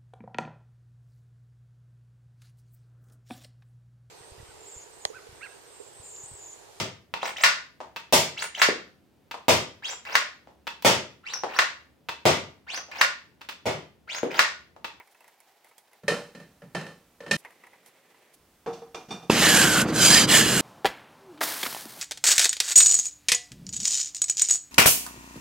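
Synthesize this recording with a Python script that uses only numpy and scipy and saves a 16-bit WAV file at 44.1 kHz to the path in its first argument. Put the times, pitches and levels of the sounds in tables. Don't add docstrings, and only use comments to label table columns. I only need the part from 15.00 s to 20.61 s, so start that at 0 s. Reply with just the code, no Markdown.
import sys
import numpy as np
from scipy import signal
from scipy.fft import rfft, irfft
from scipy.io import wavfile
from scipy.ndimage import uniform_filter1d

SR = 44100
rng = np.random.default_rng(int(sys.argv[2]) if len(sys.argv) > 2 else 0)


def unload_wav(signal):
    wavfile.write(
        sys.argv[1],
        SR,
        np.round(np.clip(np.atleast_2d(signal).T, -1, 1) * 32767).astype(np.int16),
    )


N = 247401
T = np.arange(N) / SR
LID_FROM, KETTLE_FROM, CAP_FROM, CAR_FROM = 1.033, 2.367, 3.352, 4.297

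# frequency_hz, correlation
INDOORS = [(130, 1), (640, .92), (1400, 0.85), (3100, 0.72), (6800, 0.38), (15000, 0.3)]
OUTDOORS = [(300, 0.99), (1400, 0.99), (3100, 0.98), (7000, 0.63), (15000, 0.25)]


def scraper(judder_db=0.72, grit_db=1.5, rasp_gain_db=3.0):
    # start_s, end_s, drag_db, shove_middle_s, shove_half_length_s, shove_db, fizz_from_db, fizz_to_db
    strokes = [(4.283, 4.818, -25, 4.52, 0.15, 6, -7, 2.5), (4.843, 4.915, -47, 4.898, 0.021, 8, -3, -9),
               (4.918, 5.247, -41, 5.124, .16, 21.5, 4.5, -3.5),
               (5.266, 5.605, -28, 5.355, 0.065, 9, -1, 7)]
    # centre_hz, width_hz, lift_db
    colours = [
        [(2270, 430, -2), (2910, 85, 4), (3300, 150, 1), (4400, 690, -2.5), (7460, 280, 0), (11350, 370, 8.5)],
        [(3050, 300, -3), (4620, 310, 7), (6330, 350, 6)],
        [(1850, 130, -21), (3148, 65, 13), (3980, 200, 7), (4900, 350, 10), (6070, 190, 12.5), (6930, 80, 9.5),
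         (7380, 110, 8), (8200, 230, 4), (9700, 520, 5), (12400, 200, -2)],
        [(1910, 31, 10), (2320, 140, 3.5), (2910, 100, 8.5), (3340, 125, 7.5), (4200, 90, 6.5),
         (5070, 140, 6.5), (6760, 160, 1.5), (7850, 330, 2), (11000, 190, 4.5)],
    ]
    frost = sum(rasp(*stroke, colour) for stroke, colour in zip(strokes, colours))
    grain = unit(amp(judder_db * wobble(81) + grit_db * wobble(2600)))
    return grain * (amp(rasp_gain_db) * frost + chatter())


def rasp(start, end, drag_db, shove_s, shove_half_s, shove_db, fizz_from_db, fizz_to_db, colour,
         attack_s=0.031, release_db_per_s=798, sag_per_s=0.054, patchy_db=1.78):
    # frequency_hz, level_db
    frost_spectrum = [(300, -30), (550, -6), (900, -10), (1300, -8), (1700, -5.5), (2550, -6), (3100, -4.5),
                      (3650, -8), (4900, -6.5), (5550, -10), (7300, -4.5), (11600, -13.5), (14300, -17.5),
                      (16000, -27)]
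    hz, t, frames = signal.stft(noise(frost_spectrum, OUTDOORS), SR, nperseg=1024, noverlap=768)
    sag = 1 - sag_per_s * (np.clip(t, start, end) - shove_s)
    for rest_hz, width, lift_db in colour:
        centre = rest_hz * (sag + 0.0059 * np.interp(t, T, wobble(25)))
        flare = 1.02 * (1 + 0.23 * np.interp(t, T, wobble(26)))
        frames *= amp(lift_db * flare / (1 + (2 * (hz[:, None] - centre) / width) ** 2))
    frames *= amp(patchy_db * patches(frames.shape[1:]))
    treble = 1 / (1 + (6000 / (hz[:, None] + 1)) ** 8)
    coarse, fizz = (signal.istft(frames * share, nperseg=1024, noverlap=768)[1][:, :N]
                    for share in (1 - treble, treble))
    shove = np.exp(-abs((T - shove_s) / shove_half_s) ** 3.55)
    contact = np.clip((T - start) / attack_s, 0, 1) * amp(-release_db_per_s * np.maximum(T - end, 0))
    fizz_db = np.interp(T, [start, end], [fizz_from_db, fizz_to_db])
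    fizz_db -= 3.5 * (1 - shove)
    return contact * amp(drag_db + shove_db * shove) * (coarse + amp(fizz_db) * fizz)


def chatter(gain_db=-1.5, width_hz=100, jitter=0.014, skirt_db=-8.5):
    # time_s, pitch_hz, level_db
    glides = [
        [(4.42, 1950, -22), (4.472, 1784, -20), (4.568, 1586, -25.5), (4.576, 1635, -15.5),
         (4.758, 1455, -28.5), (4.764, 1500, -20), (4.84, 1470, -27.5)],
        [(4.95, 1540, -32), (5.056, 1524, -21.5), (5.088, 1560, -31), (5.146, 1820, -20), (5.19, 1850, -28),
         (5.25, 1690, -33)],
        [(5.29, 1800, -34), (5.344, 1816, -19.5), (5.428, 1700, -23), (5.446, 1730, -33), (5.5, 1710, -32.5),
         (5.59, 1480, -27.5), (5.6, 1530, -32)],
    ]
    times, pitch_hz, level_db = np.vstack(glides).T
    hz = np.interp(T, times, pitch_hz) * (1 + jitter * wobble(200))
    note = unit(resonate(resonate(rng.standard_normal(N), hz, width_hz), hz, 3 * width_hz))
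    skirt = unit(resonate(resonate(rng.standard_normal(N), hz, 600), hz, 830))
    touching = sum(between(rows[0][0], rows[-1][0], size=600) for rows in glides)
    return unit(note + amp(skirt_db) * skirt) * amp(gain_db + np.interp(T, times, level_db)) * touching


def landing(start_s=4.2998):
    out, t = np.zeros((2, N)), np.arange(SR // 4) / SR
    # pitch_hz, level_db, t60_s
    modes = [(418, 0.0, 0.013), (227, -17.5, 0.2), (920, -6.5, 0.012), (2660, -12.5, 0.03)]
    clack = sum(amp(db) * dying(t, t60) * np.sin(2 * np.pi * hz * t) for hz, db, t60 in modes)
    clack = signal.sosfilt(signal.butter(2, 140, "high", fs=SR, output="sos"), clack)
    add(out, start_s, np.array([clack, clack]))
    return out


def flask():
    # bright_db, hollow_db, thud_db
    knocks = [(1.034, -44.5, -13, 3.5, 3.5), (1.080, -22, .5, 8, -11), (1.117, -25, -9.5, 6.5, -15),
              (1.349, -41, -7.5, -5, -5), (1.400, -43.5, -7, 1, -6.5), (1.619, -43.5, -14.5, 4, -1.5),
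              (1.748, -25, -8.5, -23, -8), (1.811, -39.5, -4, -11, -5), (1.865, -37, -6.5, 1.5, -16),
              (1.878, -56.5, 5, 3, -10), (2.204, -40.5, -8, 3.5, -12), (2.234, -47.5, -9, 11, -6),
              (2.263, -38.5, -7.5, 2, -8), (2.280, -44, -4, 3, 0), (2.311, -22.5, 5, -1.5, -5.5)]
    # pitch_hz, level_db, t60_s
    modes = [(431.5, -4.5, 0.15), (477, -5.5, 0.35), (536.6, -5, 0.18), (578, -5.5, 0.38),
             (1358, -18, 0.15), (1764, -2, 0.21), (1810, -0.5, 0.25), (2450, -10, 0.26),
             (2646, -17.5, 0.17), (3085, -12, 0.34), (3730, -20, 0.25), (4060, -8, 0.11),
             (4320, -10, 0.097), (5150, -20, 0.25), (5450, -26, 0.224), (6380, -23, .29)]
    # frequency_hz, level_db
    clatter = [(100, -36), (300, 1.5), (450, 8.5), (700, 1.5), (1000, -0.5), (1300, -3.5), (2100, -6.5),
               (2450, -10.5), (3100, -6.5), (3400, -12.5), (4200, -9), (6500, -13.5), (9000, -15.5),
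               (15000, -35.5)]
    out = np.zeros((2, N))
    for start, db, bright_db, hollow_db, thud_db in knocks:
        steel_db = 7 + 1.22 * bright_db
        focus_hz = 1850 * 2 ** (0.05 * max(bright_db, 0))
        add(out, start, knock(modes, clatter, db, bright_db, hollow_db, steel_db, thud_db, focus_hz,
                              rise_s=0.0011, ring_db=-4, clatter_db=-2.5, crack_t60=0.026,
                              room_db=-4.5, thud_t60=0.44, thud_rise_s=0.0089, detune=0.0053))
    return out * between(LID_FROM, KETTLE_FROM, size=200)


def bottle():
    # start_s, level_db, bright_db, hollow_db, steel_db, contact_s, focus_hz
    knocks = [(3.661, -35.5, -17, -3, -15, .0008, 5700), (3.671, -36.5, -18, 10.5, -26, 0.0042, 2400),
              (3.728, -61.5, 13.5, 9, -2, 0.0043, 5000), (3.818, -49.5, -16, 10, -15, 0.0027, 2400),
              (3.945, -39.5, -4, -2, -0.5, 0.00098, 2400), (4.084, -49.5, -1.5, 1, -10, 0.0088, 4500),
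              (4.106, -34.5, -5.5, -12, 7, .003, 4970), (4.225, -49, -8, 0, 3, 0.0039, 4530)]
    # pitch_hz, level_db, t60_s
    modes = [(463, 6, 0.32), (756, -5.5, 0.41), (900, -15, .26), (1125, -29, 0.22), (2405, -0.5, 0.34),
             (2764, -18, 0.14), (3470, -3, 0.11), (3580, 4, 0.23), (4560, -11, 0.22), (5650, -6, 0.23),
             (6100, -15, 0.28), (6500, -15, .2), (8170, -9, 0.22)]
    # frequency_hz, level_db
    clatter = [(100, -22), (350, 6), (550, -1), (750, 6), (950, 0.5), (1250, -0.5), (1850, -15),
               (2500, -16), (4000, -17), (5700, -14.5), (9000, -28.5), (14000, -38)]
    out = np.zeros((2, N))
    for start, db, bright_db, hollow_db, steel_db, contact_s, focus_hz in knocks:
        thud_db = -14 + 20 * np.log10(contact_s / 0.001)
        add(out, start, knock(modes, clatter, db, bright_db, hollow_db, steel_db, thud_db, focus_hz,
                              rise_s=contact_s, ring_db=-2, clatter_db=2, crack_t60=0.061,
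                              room_db=1, thud_t60=0.4, thud_rise_s=0.0073, detune=0.00091))
    return out * between(CAP_FROM, CAR_FROM)


def knock(modes, clatter, db, bright_db, hollow_db, steel_db, thud_db, focus_hz,
          rise_s, ring_db, clatter_db, crack_t60, room_db, thud_t60, thud_rise_s, detune,
          room_t60=0.41, wall_from_hz=1200):
    # frequency_hz, level_db
    worktop = [(30, -47), (70, -22), (110, -13), (170, 5), (220, -2.5), (330, -13), (700, -60.5)]
    t = np.arange(SR) / SR
    walls = [(hz, 70, 8) for hz, _, _ in modes if hz > wall_from_hz]  # centre_hz, width_hz, lift_db
    crack = noise(clatter, INDOORS, SR, walls)
    crack *= dying(t, crack_t60) + amp(room_db) * dying(t, room_t60)
    low, high = (signal.butter(4, 2200, kind, fs=SR, output="sos") for kind in ("low", "high"))
    blow = crest(signal.sosfilt(low, crack)) + amp(bright_db) * crest(signal.sosfilt(high, crack))
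    ring = 0
    for hz, mode_db, t60 in modes:
        wall_db = steel_db - 9 * min(abs(np.log2(hz / focus_hz)), 1)
        drive_db = hollow_db if hz < wall_from_hz else wall_db
        turns = hz * (1 + detune * rng.standard_normal()) * t + rng.random()
        twin = turns + 0.0123 * hz * rng.uniform(0.48, 1.95) * t
        pair = 0.59 * np.sin(2 * np.pi * turns) + 0.29 * np.sin(2 * np.pi * twin)
        ring += amp(drive_db + mode_db) * dying(t, t60) * pair
    vessel = (amp(clatter_db) * blow + amp(ring_db) * ring) * (1 - np.exp(-t / rise_s))
    thud = noise(worktop, INDOORS, SR) * dying(t, thud_t60) * (1 - np.exp(-t / thud_rise_s))
    return amp(db) * vessel + amp(db + thud_db) * crest(thud)


def pouring(plop_gain_db=-6, spatter_gain_db=-2, bubble_gain_db=-4):
    # start_s, plop_db, spatter_db, bubble_hz
    plops = [(0.001, -39, -76, 2220), (0.074, -53.5, -59, 2220), (0.147, -53.5, -63, 2590),
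             (0.206, -49, -56.5, 2620), (0.243, -48.5, -60, 2040), (0.279, -51, -54, 2030),
             (0.403, -52, -52, 2210), (0.645, -52, -56, 2020), (0.713, -53, -67, 2200),
             (0.781, -51, -49, 3260), (0.932, -53.5, -56.5, 2030), (2.449, -37.5, -56.5, 1867),
             (2.506, -49, -58.5, 1900), (2.637, -43.5, -62, 1900), (2.668, -47, -57, 1910),
             (2.733, -47, -68, 2000), (2.861, -54.5, -51, 3150), (3.145, -53, -69, 1970)]
    # start_s, level_db, length_s
    sprays = [(0.096, -65, 0.051), (0.671, -64, .04), (2.362, -55, 0.062), (2.847, -57.5, 0.057),
              (3.329, -55, 0.031)]
    # frequency_hz, level_db
    plop_spectrum = [(150, -32), (450, -4), (850, -0.5), (1400, -6), (2100, -2.5), (3200, -17), (6000, -33)]
    spatter_spectrum = [(1500, -25), (3500, -3.5), (7000, -3.5), (10500, 2.5), (16000, -8.5)]
    # centre_hz, width_hz, lift_db
    hollow = [(956, 120, 8), (2040, 270, 5.5), (2610, 230, 4), (3260, 120, 2)]
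    out, t = np.zeros((2, N)), np.arange(SR // 2) / SR
    room = amp(-15) * dying(t, t60=0.27)
    landings = list(plops) + drips(0, LID_FROM) + drips(KETTLE_FROM, CAP_FROM)
    for start, plop_db, spatter_db, hz in landings:
        plop = noise(plop_spectrum, INDOORS, len(t), hollow) * (dying(t, t60=0.097) + room)
        spatter = noise(spatter_spectrum, INDOORS, len(t)) * (dying(t, t60=0.026) + room)
        bubble_hz = hz * (1 + 1.8 * t)
        bubble = dying(t, t60=0.047) * np.sin(2 * np.pi * np.cumsum(bubble_hz) / SR)
        add(out, start, amp(plop_db + bubble_gain_db) * np.array([bubble, bubble]))
        add(out, start, amp(plop_db + plop_gain_db) * crest(plop))
        add(out, start, amp(spatter_db + spatter_gain_db) * crest(spatter))
    for start, db, length_s in sprays:
        count = int(length_s * SR)
        add(out, start, amp(db) * noise(spatter_spectrum, INDOORS, count) * np.hanning(count))
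    return out


def drips(start, end, per_s=3, plop_db=-59.5, spatter_db=-68, middle_hz=2100):
    chance = rng.random((round(per_s * (end - start)), 2))
    return [(start + when * (end - start), plop_db, spatter_db, middle_hz * 2 ** (pitch - 0.5))
            for when, pitch in chance]


def engine(firing_hz=28.35, throb=0.21, rumble_db=-27):
    # frequency_hz, level_db
    rumble_spectrum = [(30, -42), (70, -19), (125, -0.5), (190, 0.5), (330, -3), (500, -9), (850, -16),
                       (1300, -14.5), (2200, -21.5), (5000, -41), (15000, -59)]
    # firing_multiple, rms_db
    orders = [(1, -65), (2, -50.5), (6, -41), (7, -41.5), (8, -40), (11, -36), (11.5, -45), (12.5, -44),
              (15, -57), (16.5, -43)]
    firings = firing_hz * (T - CAR_FROM) + 0.0094 * wobble(3.6)
    swell = 1 + throb * np.cos(2 * np.pi * firings)
    rumble = amp(rumble_db) * noise(rumble_spectrum, OUTDOORS) * swell
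    hum = sum(amp(db) * np.sqrt(2) * np.sin(2 * np.pi * (order * firings + rng.random()))
              for order, db in orders)
    return rumble + hum


def kitchen():
    # frequency_hz, level_db
    soup_room = [(24, -81), (40, -29), (311, -12), (371, -8.5), (513, -8.5), (825, -2.5), (1140, -12),
                 (2030, -11.5), (2740, -13.5), (10100, -22), (15800, -20)]
    kettle_room = [(40, -29), (150, -8), (300, -3.5), (480, -1), (650, -3.5), (950, -7), (1500, -10),
                   (2000, -5), (2700, -10), (4400, -16), (9000, -18.5), (15800, -21.5)]
    still_room = [(30, -20), (70, -12), (150, -14.5), (300, -13.5), (500, -18), (900, -20.5), (1900, -25),
                  (5000, -29.5), (15800, -31.5)]
    soup = noise(soup_room, INDOORS) * amp(-64 + 1.2 * wobble(30)) * between(0, LID_FROM)
    trickle = noise(kettle_room, INDOORS) * amp(-61 + wobble(40)) * between(KETTLE_FROM, CAP_FROM)
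    still_gain = amp(-63) * between(LID_FROM, KETTLE_FROM) + amp(-62.5) * between(CAP_FROM, CAR_FROM)
    return soup + trickle + still_gain * noise(still_room, INDOORS)


def noise(spectrum, likeness, count=N, peaks=()):
    hz = np.fft.rfftfreq(count, 1 / SR)
    mid, side = rfft(rng.standard_normal((2, count)))
    same = np.clip(read(likeness, hz), -1, 1)
    mid, side = mid * np.sqrt(1 + same), side * np.sqrt(1 - same)
    lift_db = sum(db / (1 + (2 * (hz - centre) / width) ** 2) for centre, width, db in peaks)
    return unit(irfft(np.array([mid + side, mid - side]) * amp(read(spectrum, hz) + lift_db), count))


def wobble(rate_hz):
    hz = np.fft.rfftfreq(N, 1 / SR)
    return unit(irfft(rfft(rng.standard_normal(N)) * np.exp(-(hz / rate_hz) ** 2), N))


def patches(shape, frames=4, bins=7):
    return unit(uniform_filter1d(uniform_filter1d(rng.standard_normal(shape), frames, 1), bins, 0))


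def resonate(x, hz, width_hz):
    turn = np.exp(2j * np.pi * np.cumsum(hz) / SR)
    pole = np.exp(-np.pi * width_hz / SR)
    return 2 * (turn * signal.lfilter([1 - pole], [1, -pole], x / turn)).real


def dying(t, t60):
    return np.exp(-np.log(1000) * t / t60)


def between(start, end, size=64):
    return uniform_filter1d(1. * ((T >= start) & (T < end)), size)


def amp(db):
    return 10 ** (np.asarray(db) / 20)


def unit(x):
    return x / np.sqrt(np.mean(x ** 2) + 1e-20)


def crest(x, size=220):
    return x / np.sqrt(uniform_filter1d(x.mean(0) ** 2, size).max() + 1e-20)


def read(points, hz):
    point_hz, value = np.transpose(points)
    return np.interp(np.log(hz + 1), np.log(point_hz + 1), value)


def add(mix, start_s, sound):
    part = mix[:, max(round(start_s * SR), 0):][:, :sound.shape[1]]
    part += sound[:, :part.shape[1]]


def scene(lag_s=2.9e-5):
    left, right = (engine() + scraper()) * between(CAR_FROM, np.inf) + landing()
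    delay = np.exp(-2j * np.pi * np.fft.rfftfreq(N, 1 / SR) * lag_s)
    car = np.array([irfft(rfft(left) * delay, N), right])
    return kitchen() + pouring() + flask() + bottle() + car


def record(dry, cutoff_hz=15950):
    # frequency_hz, left_minus_right_db
    balance = [(100, -1), (700, -0.7), (1300, -1), (2400, -1), (4400, -2.5), (8000, -3.5), (15000, -2)]
    tilt_db = read(balance, np.fft.rfftfreq(N, 1 / SR)) / 2
    heard = irfft(rfft(dry) * amp([tilt_db, -tilt_db]), N)
    lowpass = signal.firwin(511, cutoff_hz, window=("kaiser", 9), fs=SR)
    return signal.oaconvolve(heard, lowpass[None], "same")


dry = scene()
out = record(dry)
unload_wav(out)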